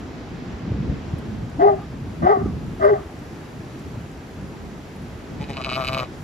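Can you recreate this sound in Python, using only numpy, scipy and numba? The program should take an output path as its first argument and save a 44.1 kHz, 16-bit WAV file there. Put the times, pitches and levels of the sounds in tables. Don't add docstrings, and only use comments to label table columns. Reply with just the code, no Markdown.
import sys
import numpy as np
from scipy import signal
from scipy.fft import rfft, irfft, next_fast_len
from scipy.io import wavfile
from scipy.ndimage import uniform_filter1d, minimum_filter1d
from numba import njit

SR = 44100
rng = np.random.default_rng(int(sys.argv[2]) if len(sys.argv) > 2 else 0)


def gain_from_db(level_db):
    decades = np.asarray(level_db, float) / 20
    return 10 ** decades


def waveform_to_disk(signal):
    frames = np.transpose(np.atleast_2d(signal))
    scaled = np.clip(frames, -1, 1) * 32767
    samples = np.round(scaled).astype(np.int16)
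    wavfile.write(sys.argv[1], SR, samples)


N = 275090
T = np.arange(N) / SR
SIZE = next_fast_len(N)
HZ = np.arange(SIZE // 2 + 1) * SR / SIZE

# frequency in Hz, side minus mid in dB.
FIELD_SIDE = [(60, -12.5), (110, -27), (200, -20), (380, -13.5), (700, -7), (1290, -2.5), (2380, -3.5),
              (4400, -3.5), (7500, -3.5), (9000, 16.5), (10800, -10.5), (13200, -0.5), (15000, 0.5)]


def unit(x):
    return x / np.sqrt(np.mean(x ** 2))


def columns(tables):
    s, *cols = np.transpose([row for table in tables for row in table])
    inside = sum(1. * (T > table[0][0] - .001) * (T < table[-1][0] + .006) for table in tables) > 0
    return uniform_filter1d(1. * inside, size=200), [np.interp(T, s, c) for c in cols]


def curve(table):
    return np.interp(T, *np.transpose(table))


def at(table, hz):
    f, v = np.transpose(table)
    return np.interp(np.log(np.maximum(hz, 1)), np.log(f), v)


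def nearest(starts, values):
    return np.asarray(values)[np.searchsorted(np.array(starts[1:]) - .1, T)].T


def bursts(rows, rise_db_s, fade_db_s):
    levels = []
    for s, hold, db, *_ in rows:
        rise = rise_db_s * np.maximum(s - T, 0)
        fade = fade_db_s * np.maximum(T - s - hold, 0)
        levels.append(db - rise - fade)
    return np.max(levels, axis=0)


def walk(rate):
    k = int(SR / rate)
    steps = np.repeat(rng.standard_normal(N // 100)[:N // k + 1], k)
    return unit(uniform_filter1d(uniform_filter1d(steps, k), k)[:N])


def band(hz, octaves):
    bell = np.exp(-.5 * (np.log2(np.maximum(HZ, 1) / hz) / octaves) ** 2)
    return unit(irfft(bell * np.exp(2j * np.pi * rng.random(len(HZ))), SIZE)[:N])


@njit
def svf(x, hz, width):
    y, b, l = np.empty(len(x)), 0., 0.
    for i in range(len(x)):
        g, k = np.tan(np.pi * hz[i] / SR), width / hz[i]
        v = (b + g * (x[i] - l)) / (1 + g * (g + k))
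        b, l, y[i] = 2 * v - b, l + 2 * g * v, k * v
    return y


def ring(x, hz, width):
    return svf(x, np.full(N, 1. * hz), 1. * width)


def butter(x, order, hz, kind="low"):
    return signal.lfilter(*signal.butter(order, hz, kind, fs=SR), x)


def tract(x, modes):
    return sum((-1) ** k * gain_from_db(db) * ring(x, hz, w) for k, (hz, w, db) in enumerate(modes))


def mouth_tube(x):
    trip_s, returned = .00079, .5
    loop = np.zeros(int(trip_s * SR) + 2)
    loop[0], loop[-2:] = 1, -returned / 2
    return signal.lfilter([1.], loop, x)


def ports(x, lead, balance):
    half = gain_from_db(at(balance, HZ) / 2) * np.exp(.5j * np.interp(HZ, *np.transpose(lead)))
    return np.array([irfft(rfft(x, SIZE) * g, SIZE)[:N] for g in (half, 1 / half)])


def yard(x, t60, wet_db, top_hz):
    t = T[:SR // 2]
    tail = rng.standard_normal((2, len(t))) * np.exp(-np.log(1000) * t / t60) * np.minimum(t / 0.012, 1)
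    tail = butter(tail, 1, top_hz)
    return gain_from_db(wet_db) * signal.fftconvolve(x[None], tail / np.sqrt(np.sum(tail ** 2) / 2))[:, :N]


def field():
    # time in seconds, breeze from 0 to 1.
    air = [(0, 0.2), (.9, 0), (1.2, 0.37), (3., 0.6), (5.2, 0.58), (6.0, 0.2), (6.24, 0.9)]
    # frequency in Hz, level in dB per Hz.
    hiss = [(150, -27), (250, -1.5), (370, -0.5), (450, -11), (750, -10.5), (1040, -16), (1550, -17.5),
            (4000, -28.5), (7400, -32), (9000, -48.5), (11000, -28), (14000, -45.5), (15500, -55),
            (16500, -63.5)]
    breeze = curve(air) - .7
    far_db, leaf_db = -4 * breeze, 13 * breeze
    out, swell = 0, walk(6.33)
    for hz in 250 * 2 ** np.arange(0, 6.1, 1 / 3):
        leaf_share = np.clip(np.log2(hz / 6000) / 0.22, 0, 1)
        db = at(hiss, hz) + 10 * np.log10(hz)
        db = db + (1 - leaf_share) * far_db + leaf_share * leaf_db
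        db = db + 0.35 * swell + 0.52 * walk(17)
        side = gain_from_db(at(FIELD_SIDE, hz)) * band(hz, octaves=0.077)
        out = out + gain_from_db(db) * (band(hz, octaves=0.23) + side * np.array([[1], [-1]]))
    return unit(out) * gain_from_db(-39.5)


def wind():
    # time in seconds, level in dB.
    gust = [(0.0, -31.5), (0.62, -29.5), (0.69, -24.5), (0.92, -21.5), (1.01, -29), (1.16, -24),
            (1.22, -29), (1.89, -30.5), (1.94, -26.5), (2.17, -33), (2.24, -18), (2.29, -31.5),
            (2.45, -23.5), (2.95, -34), (5.26, -33.5), (5.4, -30), (6.17, -34), (6.24, -31.5)]
    # centre in
    # seconds, peak in dB, frequency in Hz.
    puffs = [(0.542, -19.5, 72.4), (0.674, -17, 212), (0.709, -11.5, 113), (0.74, -13.5, 105),
             (0.801, -15, 139), (0.845, -19, 109), (0.889, -11, 74), (1.039, -27, 94), (1.132, -13, 145),
             (1.295, -20, 220), (1.581, -21, 268), (1.935, -19, 231), (2.017, -18.5, 135), (2.082, -21, 95),
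             (2.229, -21, 151.3), (2.367, -13.5, 340), (2.445, -17, 91.5), (2.453, -10, 339),
             (2.527, -18.5, 151), (3.06, -26, 77), (3.293, -31, 72.7), (5.4, -17, 172)]
    # frequency in Hz, level in dB per Hz.
    rumble = [(12, -46), (20, -41.5), (46, -4), (97, -2), (199, -2.5), (381, -22.5), (546, -15.5),
              (867, -81.5), (1200, -32.5), (1560, -66), (2640, -120)]
    gust_db = curve(gust) + 1.43 * walk(9)
    out, flutter = 0, walk(22.51)
    for hz in 38 * 2 ** np.arange(0, 4.6, .5):
        reach_db = 0.051 * (gust_db + 27.5) * np.log2(hz / 120)
        db = at(rumble, hz) + 10 * np.log10(hz) + reach_db
        db = db + 1.1 * flutter + 1.3 * walk(14)
        side_db = at(FIELD_SIDE, hz) + 6.0 + 2.4 * np.log2(hz / 120) + 1.5 * walk(6)
        side = gain_from_db(side_db) * band(hz, octaves=0.068)
        out = out + gain_from_db(db) * (band(hz, octaves=0.29) + side * np.array([[1], [-1]]))
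    out = unit(out) * gain_from_db(gust_db - 3.0)
    for s, db, hz in puffs:
        t = T[:2000] - .02
        i = int((s - .012) * SR)
        puff = gain_from_db(db - 4.0) * np.exp(-(t * hz / 1.02) ** 2) * np.sin(2 * np.pi * hz * t)
        out[:, i:i + 2000] += puff[:N - i]
    return out


def straw():
    # start in seconds, peak in dB, frequency in Hz, left minus right in dB.
    ticks = [(1.1845, -48.5, 10250, -1), (1.4985, -52, 7340, 5.5), (1.72, -59.5, 7430, 14),
             (2.8486, -44, 7180, 2), (3.1884, -55.5, 7530, 13), (3.7928, -51, 7530, 8),
             (4.115, -52, 7170, 6.5), (4.961, -49.5, 11100, 1), (5.0194, -54.5, 10300, 8)]
    out, t = np.zeros((2, N)), T[:800]
    for (s, db, hz, pan_db), grit in zip(ticks, rng.standard_normal((40, 800))):
        tick = np.exp(-t / 0.0063) * svf(grit, np.full(len(t), 1. * hz), 3700.0)
        sides = gain_from_db(db + 4.0 + np.array([pan_db, -pan_db]) / 2)
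        out[:, int(s * SR):int(s * SR) + 800] += np.outer(sides, tick)
    return out


def dog():
    # time in seconds, pitch in Hz, effort in dB, share of rasp from 0 to 1.
    barks = [
        [(1.588, 296, -34, 0.2), (1.598, 292, -16, 0.44), (1.614, 383, -12.5, 1), (1.634, 405, -8, 0.38),
         (1.648, 402, -3.5, 0.48), (1.66, 413.4, -4, 0), (1.685, 413, -10, 0.27), (1.715, 388, -14.5, .15),
         (1.78, 389, -32.5, 0.1)],
        [(2.222, 328, -26, .6), (2.244, 330.8, -18.5, 0.63), (2.258, 368, -17, 0.3), (2.273, 367, -10.5, 0.76),
         (2.29, 389, -17, .6), (2.304, 399, -7, 0.06), (2.325, 424, -11.5, 0.16), (2.348, 398, -23, .3),
         (2.42, 378.2, -25.5, .1)],
        [(2.798, 335, -37, 1), (2.812, 386, -23.5, 0.7), (2.83, 394, -12.5, 0.9), (2.856, 399.4, -8, 0.38),
         (2.898, 430, -10.5, 0.32), (2.915, 420, -9, 0.01), (2.932, 401.5, -7, 0), (2.947, 415, -20.5, .4),
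         (3.005, 403.3, -30.5, 0)],
    ]
    # rasp in Hz, its bend in Hz per dB of effort, mouth in dB, hoarseness 0 to 1.
    bark_voice = [
        (700, 3.5, -30.5, 0.4),
        (709.6, 2, -22.5, 0.79),
        (621, -3., -25, .25),
    ]
    # time in seconds, hold in seconds, level in dB,
    # second partial in Hz, third partial in dB under it.
    falls = [
        (1.675, 0.02, -11.5, 824.5, -13),
        (2.3, 0.049, -15, 837, -6.5),
        (2.905, 0.057, -25.5, 832, -20),
    ]
    # multiple of the second partial, dB under it.
    overtones = [(2.0, -32.5), (2.5, -27.5)]
    # frequency in Hz, width in Hz, level in dB.
    muzzle = [(945, 85, -13.5), (1180, 160, 2), (1560, 170, -1), (1810, 200, -3), (2056, 200, -4.5)]
    # frequency in Hz, phase lead of the left port in rad.
    lead = [(0, 0), (400, 1.1), (560, 2.15), (1250, 2.4), (1550, 4.0), (1950, 5.7), (2450, 6.8),
            (22050, 6.8)]
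    # frequency in Hz, left minus right in dB.
    balance = [(200, 0), (390, 1), (560, 5), (760, 6), (1000, 3.5), (1550, -5.5), (1950, -3), (2500, 2)]
    # delay in seconds, level in dB, left minus right in dB.
    shed = [
        (.085, -27, 2),
        (.14, -21, 0),
    ]

    gate, (hz, effort_db, share) = columns(barks)
    share = np.clip(share, .003, .97)
    rasp_hz, bend, mouth_db, rough = nearest([bark[0][0] for bark in barks], bark_voice)
    rasp_hz = rasp_hz + bend * np.clip(effort_db + 10, -12, 8)
    tone_db = effort_db + 10 * np.log10(1 - share)
    rasp_db = effort_db + 10 * np.log10(share)

    phase = 2 * np.pi * np.cumsum(hz * (1 + .03 * rough * walk(90))) / SR
    tone = gain_from_db(tone_db) * np.sin(phase) * gain_from_db(3 * rough * walk(80))

    clears, _, _, top_hz, third_db = nearest([row[0] for row in falls], falls)
    fall_hz = top_hz - 2200 * np.clip(T - clears - .02, 0, .07)
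    fall = 2 * np.pi * np.cumsum(fall_hz * (1 + .035 * rough * walk(90))) / SR
    upper = np.sin(fall) + gain_from_db(third_db) * np.sin(3 * fall / 2)
    for k, db in overtones:
        upper = upper + gain_from_db(db + 1.9 * walk(70)) * np.sin(k * fall)

    wobble = 2 * np.pi * np.cumsum(rasp_hz * (1 + .025 * walk(110) + .06 * rough * walk(45))) / SR
    hoarse_hz = rasp_hz - 90 * rough
    noisy = unit(svf(svf(rng.standard_normal(N), hoarse_hz, 230.0), hoarse_hz, 280.0))
    rasp = gain_from_db((2 + 3 * rough) * walk(90)) * np.sin(wobble) + gain_from_db(8 * rough - 10) * noisy

    mixed = np.sin(wobble + phase) + 0.26 * np.sin(2 * wobble)
    mixed = mixed + 0.62 * np.sin(2 * wobble + phase) + 0.19 * np.sin(2 * wobble + 2 * phase)
    breath = rng.standard_normal(N) * (1 + 0.7 * np.sin(phase)) * (1 + 0.6 * np.sin(wobble))
    mouth = unit(tract(tract(breath, muzzle), muzzle)) + gain_from_db(-11) * mixed
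    mouth = butter(mouth, 6, 2250)
    mouth = mouth + gain_from_db(-22.5) * ring(ring(breath, 4800, 900), 4800, 900)

    voice = gate * (tone + gain_from_db(rasp_db) * rasp + gain_from_db(mouth_db + rasp_db + 14.5) * mouth)
    voice = voice + gain_from_db(bursts(falls, rise_db_s=601.5, fade_db_s=398)) * upper
    far = yard(voice, t60=.25, wet_db=-24, top_hz=2000)
    out = ports(voice, lead, balance) + far
    thin = ring(voice, 1220, 350)
    for delay, db, pan_db in shed:
        out += np.outer(gain_from_db(db + np.array([pan_db, -pan_db]) / 2), np.roll(thin, int(delay * SR)))
    return out


def sheep():
    # time in seconds, pitch in Hz.
    pitch = [(5.44, 143.8), (5.59, 132.6), (5.62, 125.2), (5.665, 136.1), (5.698, 124.5), (5.785, 136.7),
             (5.83, 126.1), (5.944, 133.1), (6.06, 121.5)]
    # time in seconds, hold in seconds, level in dB.
    tremor = [(5.408, 0.02, -30.5), (5.496, 0.019, -27), (5.571, 0.041, -30.5), (5.654, 0.039, -29.5),
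              (5.716, 0.008, -25), (5.758, 0.098, -27.5), (5.88, .1, -28.5), (5.992, 0.039, -28),
              (6.232, .02, -38)]
    # time in seconds, hold in seconds, level in dB.
    snaps = [(5.434, .004, -36), (5.494, .002, -34), (5.534, .003, -32.5), (5.568, 0.0048, -29),
             (5.616, .004, -27), (5.648, 0.0033, -21), (5.695, 0.00276, -22.5), (5.712, 0.045, -22),
             (5.814, 0.0054, -24.5), (5.848, 0.0015, -21.5), (5.874, 0.0045, -18), (5.93, 0.01, -21),
             (5.977, 0.022, -22.5), (6.032, .002, -28.5)]
    # time in seconds, first, second and third resonance in Hz.
    jaw = [(5.4, 777, 825, 1880), (5.54, 763, 780, 1750), (5.575, 603, 1186, 1630), (5.8, 622, 1230, 1600),
           (6.06, 570, 1176, 1640), (6.2, 796, 1031, 1610)]
    # frequency in Hz, width in Hz, level in dB.
    upper_tract = [(2204, 86, 1), (2530, 162, 7.5), (2960, 81, 4), (4010, 310, -0.5), (4800, 100, -1.5)]
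    # frequency in Hz, phase lead of the left port in rad.
    lead = [(0, .3), (1250, 1), (1550, 2.2), (1950, 5.6), (2700, 6.8), (4900, 8.4), (5400, 11.3),
            (7400, 12.2)]
    # frequency in Hz, left minus right in dB.
    balance = [(300, 0), (540, 4.5), (1000, 4.5), (1550, 3.5), (2000, .5), (3800, .5), (5200, 3), (7400, 1)]

    throat_db = bursts(tremor, rise_db_s=1202, fade_db_s=1000)
    snap_db = np.maximum(bursts(snaps, rise_db_s=1003, fade_db_s=702), throat_db - 10)
    _, (first_hz, second_hz, third_hz) = columns([jaw])

    jitter = .008 * walk(130) + .008 * walk(35)
    phase = np.cumsum(curve(pitch) * (1 + jitter)) / SR
    cycle = phase.astype(int)
    since = phase % 1
    closure = np.diff(cycle, prepend=0)
    chance = rng.standard_normal((1200, 3))[cycle].T
    puff = rng.standard_normal(N) * np.exp(-since / .4)
    soft = gain_from_db(throat_db + 2.2 * chance[0]) * (closure + .045 * puff)
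    sharp = gain_from_db(snap_db + 2.6 * chance[1]) * (closure + .02 * puff)
    snap = butter(mouth_tube(sharp), 2, (1900, 4600), "band")

    spit = gain_from_db(snap_db + 4 * chance[2]) * rng.standard_normal(N) * np.exp(-since / .12)
    spit = butter(spit, 2, (4800, 7800), "band")

    low = gain_from_db(3.5) * svf(svf(soft, first_hz, 176.0), first_hz, 234.0)
    low = low - gain_from_db(5.5) * svf(svf(soft, second_hz, 250.0), second_hz, 250.0)
    chest = gain_from_db(2) * ring(soft, 135, 60) + gain_from_db(-4.5) * ring(soft, 370, 210)
    chest = chest + gain_from_db(-14.5) * svf(soft + sharp, third_hz, 220.0)

    voice = gain_from_db(35.5) * (low + chest) + gain_from_db(16) * snap
    voice = voice + gain_from_db(29) * tract(sharp, upper_tract) + gain_from_db(-8.0) * spit
    voice = butter(voice, 1, 8000)
    opening = np.clip((T - 5.7) / 0.068, .15, 1)
    voice = voice + gain_from_db(3.5) * ring((sharp + soft) * opening, 11800, 500)

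    crack = gain_from_db(24) * closure + rng.standard_normal(N) * np.exp(-since / .1)
    crack = butter(gain_from_db(1.4 * (snap_db + 5.5)) * crack, 1, (4800, 7000), "band")
    voice = voice + gain_from_db(-51.5) * gain_from_db(4.4 * chance[2]) * crack
    near = yard(voice, t60=.08, wet_db=-18, top_hz=4000)
    return ports(voice, lead, balance) + near


def scene():
    return field() + wind() + straw() + dog() + sheep()


def roll_off(x):
    return signal.sosfilt(signal.butter(12, 16360, fs=SR, output="sos"), x)


def record(dry):
    # low edge in Hz, high edge in Hz.
    muted = [(8500, 9600), (12450, 13900), (15200, 22050)]
    pole = np.exp(-1 / (.09 * SR))
    power = signal.lfilter([1 - pole], [1, -pole], np.mean(dry ** 2, axis=0))
    held = dry * (1 + power / gain_from_db(-30.5)) ** -.12
    room = np.minimum(.91 / (np.abs(held).max(axis=0) + 1e-9), 1)
    held = held * uniform_filter1d(minimum_filter1d(room, size=441), size=441)
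    mid = rfft(held.mean(axis=0), SIZE)
    parts = [irfft(mid * (HZ > low_hz) * (HZ < high_hz), SIZE)[:N] for low_hz, high_hz in muted]
    faint = uniform_filter1d(parts[0] ** 2, size=1024) < gain_from_db(-136)
    held = held - sum(parts) * uniform_filter1d(1. * faint, size=256)
    held = irfft(rfft(held, SIZE) * (HZ < 15800), SIZE)[:, :N]
    return roll_off(held)


dry = scene()
out = record(dry)
waveform_to_disk(out)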